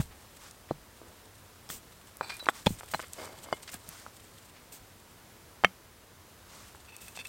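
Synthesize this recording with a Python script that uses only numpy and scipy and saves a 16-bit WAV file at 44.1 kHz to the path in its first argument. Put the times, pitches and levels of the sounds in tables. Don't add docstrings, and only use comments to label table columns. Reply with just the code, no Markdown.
import sys
import numpy as np
from scipy import signal
from scipy.fft import rfft, irfft
from scipy.io import wavfile

SR = 44100
rng = np.random.default_rng(int(sys.argv[2]) if len(sys.argv) > 2 else 0)


def to_wav(s):
    ch = np.atleast_2d(s).T
    pcm = np.round(np.clip(ch, -1, 1) * 32767)
    wavfile.write(sys.argv[1], SR, pcm.astype(np.int16))


N = 321048
TIME = np.arange(N) / SR
SHORT = TIME[:SR // 3]
CUTOFF_HZ = 16000

# start in seconds, level in dB, clack centre in Hz, clack top in Hz,
# ring in dB against the clack, offset of the lighter touch in seconds (negative is early), stone.
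STONE_KNOCKS = [ (.710, -16, 393, 1220, -34, .0075, "tile"), (1.016, -38.5, 400, 1510, -30, .041, "block"),
                (1.7012, -28.5, 1540, 1870, -16, -0.0091, "plate"),
                (2.2101, -15.5, 1110, 1600, -28, 0.0071, "cobble"),
                (2.4672, -22, 960, 1690, -27, -0.041, "shard"),
                (2.4873, -4.5, 1420, 1970, -28.5, 0.0059, "plate"),
                (2.668, -11.5, 500, 1280, -8, -0.006, "block"),
                (2.809, -31.5, 1200, 3000, -34, 0.0056, "block"),
                (2.833, -33, 790, 2600, -30, .005, "block"),
                (2.938, -18.5, 1260, 3020, -18, 0.014, "wedge"),
                (2.946, -15.5, 940, 2480, -14.5, -0.0096, "tile"),
                (2.994, -26, 1010, 2000, -30, 0.0059, "wedge"), (3, -25.5, 1180, 3000, -24, -.003, "wedge"),
                (3.487, -36, 700, 1500, -20, -0.016, "wedge"),
                (3.527, -15, 790, 1640, -17.5, 0.0082, "wedge"),
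                (4.064, -31, 1260, 1540, -34, 0.018, "block"),
                (5.6465, 0.5, 1700, 3200, -14, -.0085, "slab"),
                (6.748, -38.5, 1100, 1600, -33, .003, "dish"), (7.1735, -34, 815, 3030, -6, 0.017, "dish"),
                ]


def knocks():
    lighter_db, lighter_pitch = -15, 0.54
    out = np.zeros(N)
    for start, db, centre_hz, top_hz, ring_db, offset_s, stone in STONE_KNOCKS:
        add(out, start, from_db(db) * touch(centre_hz, top_hz, ring_db, stone))
        lighter = touch(lighter_pitch * centre_hz, np.sqrt(lighter_pitch) * top_hz, ring_db, stone)
        add(out, start + offset_s, from_db(db + lighter_db) * lighter)
    return out


def touch(centre_hz, top_hz, ring_db, stone):
    click = signal.unit_impulse(len(SHORT))
    wave = peak_one(low_pass(resonance(click, centre_hz, q=1.73), top_hz, order=6))
    recoil = peak_one(low_pass(resonance(click, 0.42 * centre_hz, q=1.2), top_hz, order=6))
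    crush = rng.standard_normal(len(SHORT)) * stroke(SHORT, 0.0034, rise=0.2, fall=0.71)
    crush = peak_one(low_pass(resonance(crush, centre_hz, q=0.98), 9500, order=2))
    clack = wave + from_db(-13.5) * recoil + from_db(-20) * crush
    clack = scatter(clack, level_db=-9.0, t60=0.019, delay_s=.0012)
    sound = clack + from_db(ring_db) * stone_ring(stone, uneven_db=0.2)
    return scatter(sound, level_db=-33.5, t60=0.089, delay_s=0.018)


STONE_MODES = { "slab": [(740, -2, 0.019), (1267, -14, 0.041), (2170, -1, 0.04), (3120, -3, 0.035),
               (4480, -24, .03), (5840, -22, 0.034)], "dish": [(2628, 2.5, 0.04), (3530, -5.5, 0.023),
               (4400, -5, 0.016), (5766, -15, .018), (8250, -8.5, 0.016)], "cobble": [(1650, -13, 0.036),
               (2424, 2, 0.037), (3580, -4, 0.027), (4050, -7.5, 0.088), (4480, -0.5, 0.017),
               (4760, -9, 0.02), (7850, -1, 0.011)], "plate": [(3270, 9.5, 0.018), (3520, 1, 0.044),
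               (6800, -9, .03), (7800, -5.5, 0.045)], "tile": [(836, -11, .045), (2110, -19, 0.018),
               (4100, 0, 0.041), (5700, -12, .03)], "shard": [(3930, 0, 0.13), (4900, -22, .06)],
               "wedge": [(630, 1.5, 0.039), (2125, -2, 0.086), (2984, -3, 0.072), (3380, -11, 0.084),
               (4710, 0, 0.024), (5997, -20, .07), (7650, -14, 0.069)], "block": [(850, 6, 0.023),
               (2510, -3.5, 0.025), (3450, 7, 0.011), (4160, -16, 0.064), (5870, -31, 0.019)], }


def stone_ring(stone, uneven_db):
    return sum(from_db(db + uneven_db * rng.standard_normal()) * damped(hz, t60)
               for hz, db, t60 in STONE_MODES[stone])


DRAG_RING_DB = {"block": -13.5, "wedge": -7, "cobble": 2.5, "shard": 8, "dish": 9}
# start in seconds, stroke length in seconds,
# grit level in dB, grit centre in Hz, stone.
STONE_DRAGS = [ (0, 0.024, -38.5, 900, "block"), (0.106, .07, -54.5, 1090, "block"),
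               (0.686, 0.056, -53.5, 1520, "block"), (1.0, 0.46, -60, 443, "block"),
               (2.225, .11, -47.5, 900, "cobble"), (2.292, 0.096, -42.5, 1700, "cobble"),
               (2.393, 0.032, -46, 1410, "shard"), (2.457, .009, -46.5, 2500, "dish"),
               (2.66, 0.029, -30, 2400, "block"), (3.023, 0.04, -44, 1040, "wedge"),
               (3.16, 0.34, -44.5, 570, "wedge"), (3.411, 0.37, -53, 580, "wedge"),
               (3.675, .04, -42.5, 2300, "wedge"), (3.73, 0.072, -46, 1280, "block"),
               (4.542, 0.14, -58.5, 1800, "block"), (6.87, 0.28, -63, 1190, "dish"),
               (7.08, 0.016, -54, 3600, "dish"), (7.187, 0.049, -49, 2600, "dish"),
               (7.25, 0.016, -46, 3200, "dish"), ]


def scrapes():
    out = np.zeros(N)
    for start, length, grit_db, grit_hz, stone in STONE_DRAGS:
        catches = from_db(3.7 * drift(247) + 2.0 * drift(79))[:len(SHORT)]
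        slips = grains(per_s=5700, spread_db=3.5, size=len(SHORT)) * catches
        pressure = stroke(SHORT, length, rise=0.083, fall=1.7)
        slips = slips / rms(slips) * pressure
        grit = low_pass(resonance(slips, grit_hz, q=0.87), 4 * grit_hz, order=2)
        ring = signal.fftconvolve(slips, stone_ring(stone, uneven_db=1.5))[:len(SHORT)]
        rasp = grit / rms(grit) + from_db(DRAG_RING_DB[stone]) * ring / rms(ring)
        add(out, start, from_db(grit_db) * rms(pressure) * rasp)
    return out


# start in seconds, level in dB, pitch in Hz, 60 dB decay in seconds.
TURF_THUMPS = [(0, -18, 128, 0.029), (0.7086, -25, 270, 0.028), (1.7, -41, 177, 0.03),
               (2.6682, -14.5, 192, 0.027), (2.706, -25.5, 179, 0.033), (2.946, -34.5, 169, 0.039),
               (3.746, -41, 174, 0.028), (3.885, -43, 164, .055), (5.647, -32.5, 189, .13)]


def thumps():
    out = np.zeros(N)
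    for start, db, hz, t60 in TURF_THUMPS:
        sway = from_db(-18) * swing(0.55 * hz, t60=0.23)
        soil = low_pass(rng.standard_normal(len(SHORT)), 110, order=2) * decay(t60=0.5)
        add(out, start, from_db(db) * (swing(hz, t60) + sway + from_db(-25) * peak_one(soil)))
    return out


def swing(hz, t60):
    return peak_one(resonance(damped(hz, t60), 1.65 * hz, q=0.66))


# frequency in Hz, relative level in dB.
CRACKLE_SPECTRUM = [(300, -6), (1000, 0), (2000, -0.5), (3500, 2), (6200, -3.5), (8600, 3.5), (10500, -9),
                    (14000, -3.5), (16000, -23)]


def grass():
    blades = sum(resonance(grains(per_s=450, spread_db=3.0, size=N), hz, q=hz / 2200)
                 for hz in np.linspace(1500, 15000, num=8))
    clumps = from_db(6.1 * drift(70))
    return from_db(3.5) * stirring() * colour(blades * clumps, CRACKLE_SPECTRUM)


# time in seconds, level in dB.
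STIR_CURVE = [(0.0, -59.5), (0.36, -61), (0.67, -62), (2.21, -62), (2.39, -52.5), (2.49, -57),
              (2.78, -54.5), (2.92, -55.5), (3.93, -59.5), (4.03, -61), (5.92, -63), (6.93, -61),
              (7.16, -56.5), (7.28, -57.5)]


def stirring():
    rest_db = -62.5
    times, db = np.transpose(STIR_CURVE)
    level = from_db(np.interp(TIME, times, db))
    return np.sqrt(np.maximum(level ** 2 - from_db(rest_db) ** 2, 0))


# frequency in Hz, relative level in dB.
BRUSH_SPECTRUM = [(300, 3.5), (1200, -6.5), (2500, -0.5), (5000, 0), (8600, 6.5), (10500, -3.5),
                  (14000, 2.5), (16000, 0)]
# start in seconds, length in seconds, level in dB.
BRUSH_STROKES = [(0, .045, -42.5), (1.692, 0.1, -39.5), (2.66, 0.02, -39), (2.68, 0.1, -45.5),
                 (2.912, 0.024, -41.5), (2.935, 0.045, -44), (3.712, 0.065, -44.5), (4.718, 0.07, -46),
                 (7.0, 0.15, -51)]


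def brushes():
    hiss = colour(grains(per_s=14000, spread_db=-1.0, size=N), BRUSH_SPECTRUM)
    return strokes(BRUSH_STROKES, rise=0.1) * hiss


# start in seconds, peak level in dB, tick centre in Hz.
STALK_SNAPS = [(.511, -32.5, 7000), (1.691, -31, 5040), (2.170, -28.5, 11000), (2.368, -29.5, 8950),
               (3.134, -22.5, 7550), (3.742, -22.5, 8600), (3.890, -21, 11600), (6.9655, -28, 8400),
               (7.083, -30.5, 9000)]


def snaps():
    small_breaks = grains(per_s=16 * peak_one(stirring()) ** 2, spread_db=0.0, size=N)
    out = from_db(-36) * signal.fftconvolve(small_breaks, tick(hz=9300))[:N]
    for start, db, hz in STALK_SNAPS:
        add(out, start, from_db(db) * tick(hz))
    return out


def tick(hz):
    crack = resonance(signal.unit_impulse(len(SHORT)), hz, q=2.1)
    return peak_one(scatter(crack, level_db=-0.5, t60=0.011, delay_s=.0002))


# frequency in Hz, relative level in dB.
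CLOTH_SPECTRUM = [(300, -4), (1100, 6), (3000, -0.5), (6000, 1), (8600, -1.5), (11000, -7.5), (16000, -11)]
# start in seconds, length in seconds, level in dB.
CLOTH_SWISHES = [(.38, .16, -51.5), (2.52, 0.12, -48.5), (3.11, 0.24, -51.5), (3.82, 0.32, -51),
                 (6.44, .32, -52.5)]


def clothes():
    friction = colour(grains(per_s=16000, spread_db=2.5, size=N), CLOTH_SPECTRUM)
    return strokes(CLOTH_SWISHES, rise=0.36) * friction


# frequency in Hz, relative level in dB.
AIR_SPECTRUM = [(13, -65), (22, -15), (64, -6), (97, -1.5), (135, -10), (248, -10.5), (277, -13),
                (345, -12), (442, -12.5), (855, -16), (928, -14.5), (1950, -19.5), (2570, -22),
                (7730, -25.5), (15800, -28)]


def outdoor_air():
    return from_db(-55 + 0.62 * drift(6)) * colour(rng.standard_normal(N), AIR_SPECTRUM)


# frequency in Hz, relative level in dB.
SIDE_SPECTRUM = [(30, -46), (70, -27), (300, 5), (1400, -10), (5000, -4.5), (14000, -2)]


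def side_hiss():
    return from_db(-72.5) * colour(rng.standard_normal(N), SIDE_SPECTRUM) * np.array([[1], [-1]])


def from_db(db):
    return 10 ** (np.asarray(db) / 20)


def rms(x):
    return np.sqrt(np.mean(x ** 2) + 1e-20)


def peak_one(x):
    return x / np.abs(x).max()


def add(out, start_s, sound):
    start = int(np.clip(round(start_s * SR), 0, N - 1))
    out[start:start + len(sound)] += sound[:N - start]


def low_pass(x, hz, order):
    return signal.sosfilt(signal.butter(order, min(hz, SR / 2 - 1000), fs=SR, output="sos"), x + 1e-18)


def resonance(x, hz, q):
    hz = min(hz, CUTOFF_HZ)
    return signal.lfilter(*signal.iirpeak(hz, max(q, 3 * hz / SR), fs=SR), x + 1e-18)


def colour(x, spectrum):
    hz, db = np.transpose(spectrum)
    gain = from_db(np.interp(np.log(np.fft.rfftfreq(N, 1 / SR) + 1), np.log(hz), db))
    shaped = irfft(rfft(x) * gain, N)
    return shaped / rms(shaped)


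def drift(per_s):
    return np.interp(TIME * per_s, np.arange(2000), rng.standard_normal(2000))


def grains(per_s, spread_db, size):
    strength = from_db(spread_db * np.minimum(rng.exponential(1, size), 4))
    return (rng.random(size) < per_s / SR) * strength * rng.choice([-1, 1], size)


def decay(t60):
    return from_db(-60 * SHORT / t60)


def damped(hz, t60):
    return np.sin(2 * np.pi * hz * SHORT) * decay(t60)


def stroke(t, length, rise, fall):
    hardest = length * np.clip(rise, .02, .95)
    return np.clip(t / hardest, 0, 1) * np.clip((length - t) / (length - hardest), 0, 1) ** fall


def strokes(rows, rise):
    return sum(from_db(db) * stroke(TIME - start, length, rise, fall=0.75) for start, length, db in rows)


def scatter(x, level_db, t60, delay_s):
    cloud = rng.standard_normal(len(SHORT)) * decay(t60) * (SHORT > delay_s)
    echoes = signal.fftconvolve(x, cloud)[:len(x)]
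    return x + from_db(level_db) * echoes * rms(x) / rms(echoes)


def scene():
    middle = knocks() + thumps() + scrapes() + grass() + brushes() + clothes() + snaps() + outdoor_air()
    return middle + side_hiss()


def record(dry):
    top_cut = signal.ellip(10, .1, 70, CUTOFF_HZ, fs=SR, output="sos")
    return signal.sosfilt(top_cut, np.clip(dry, -1, 1))


dry = scene()
out = record(dry)
to_wav(out)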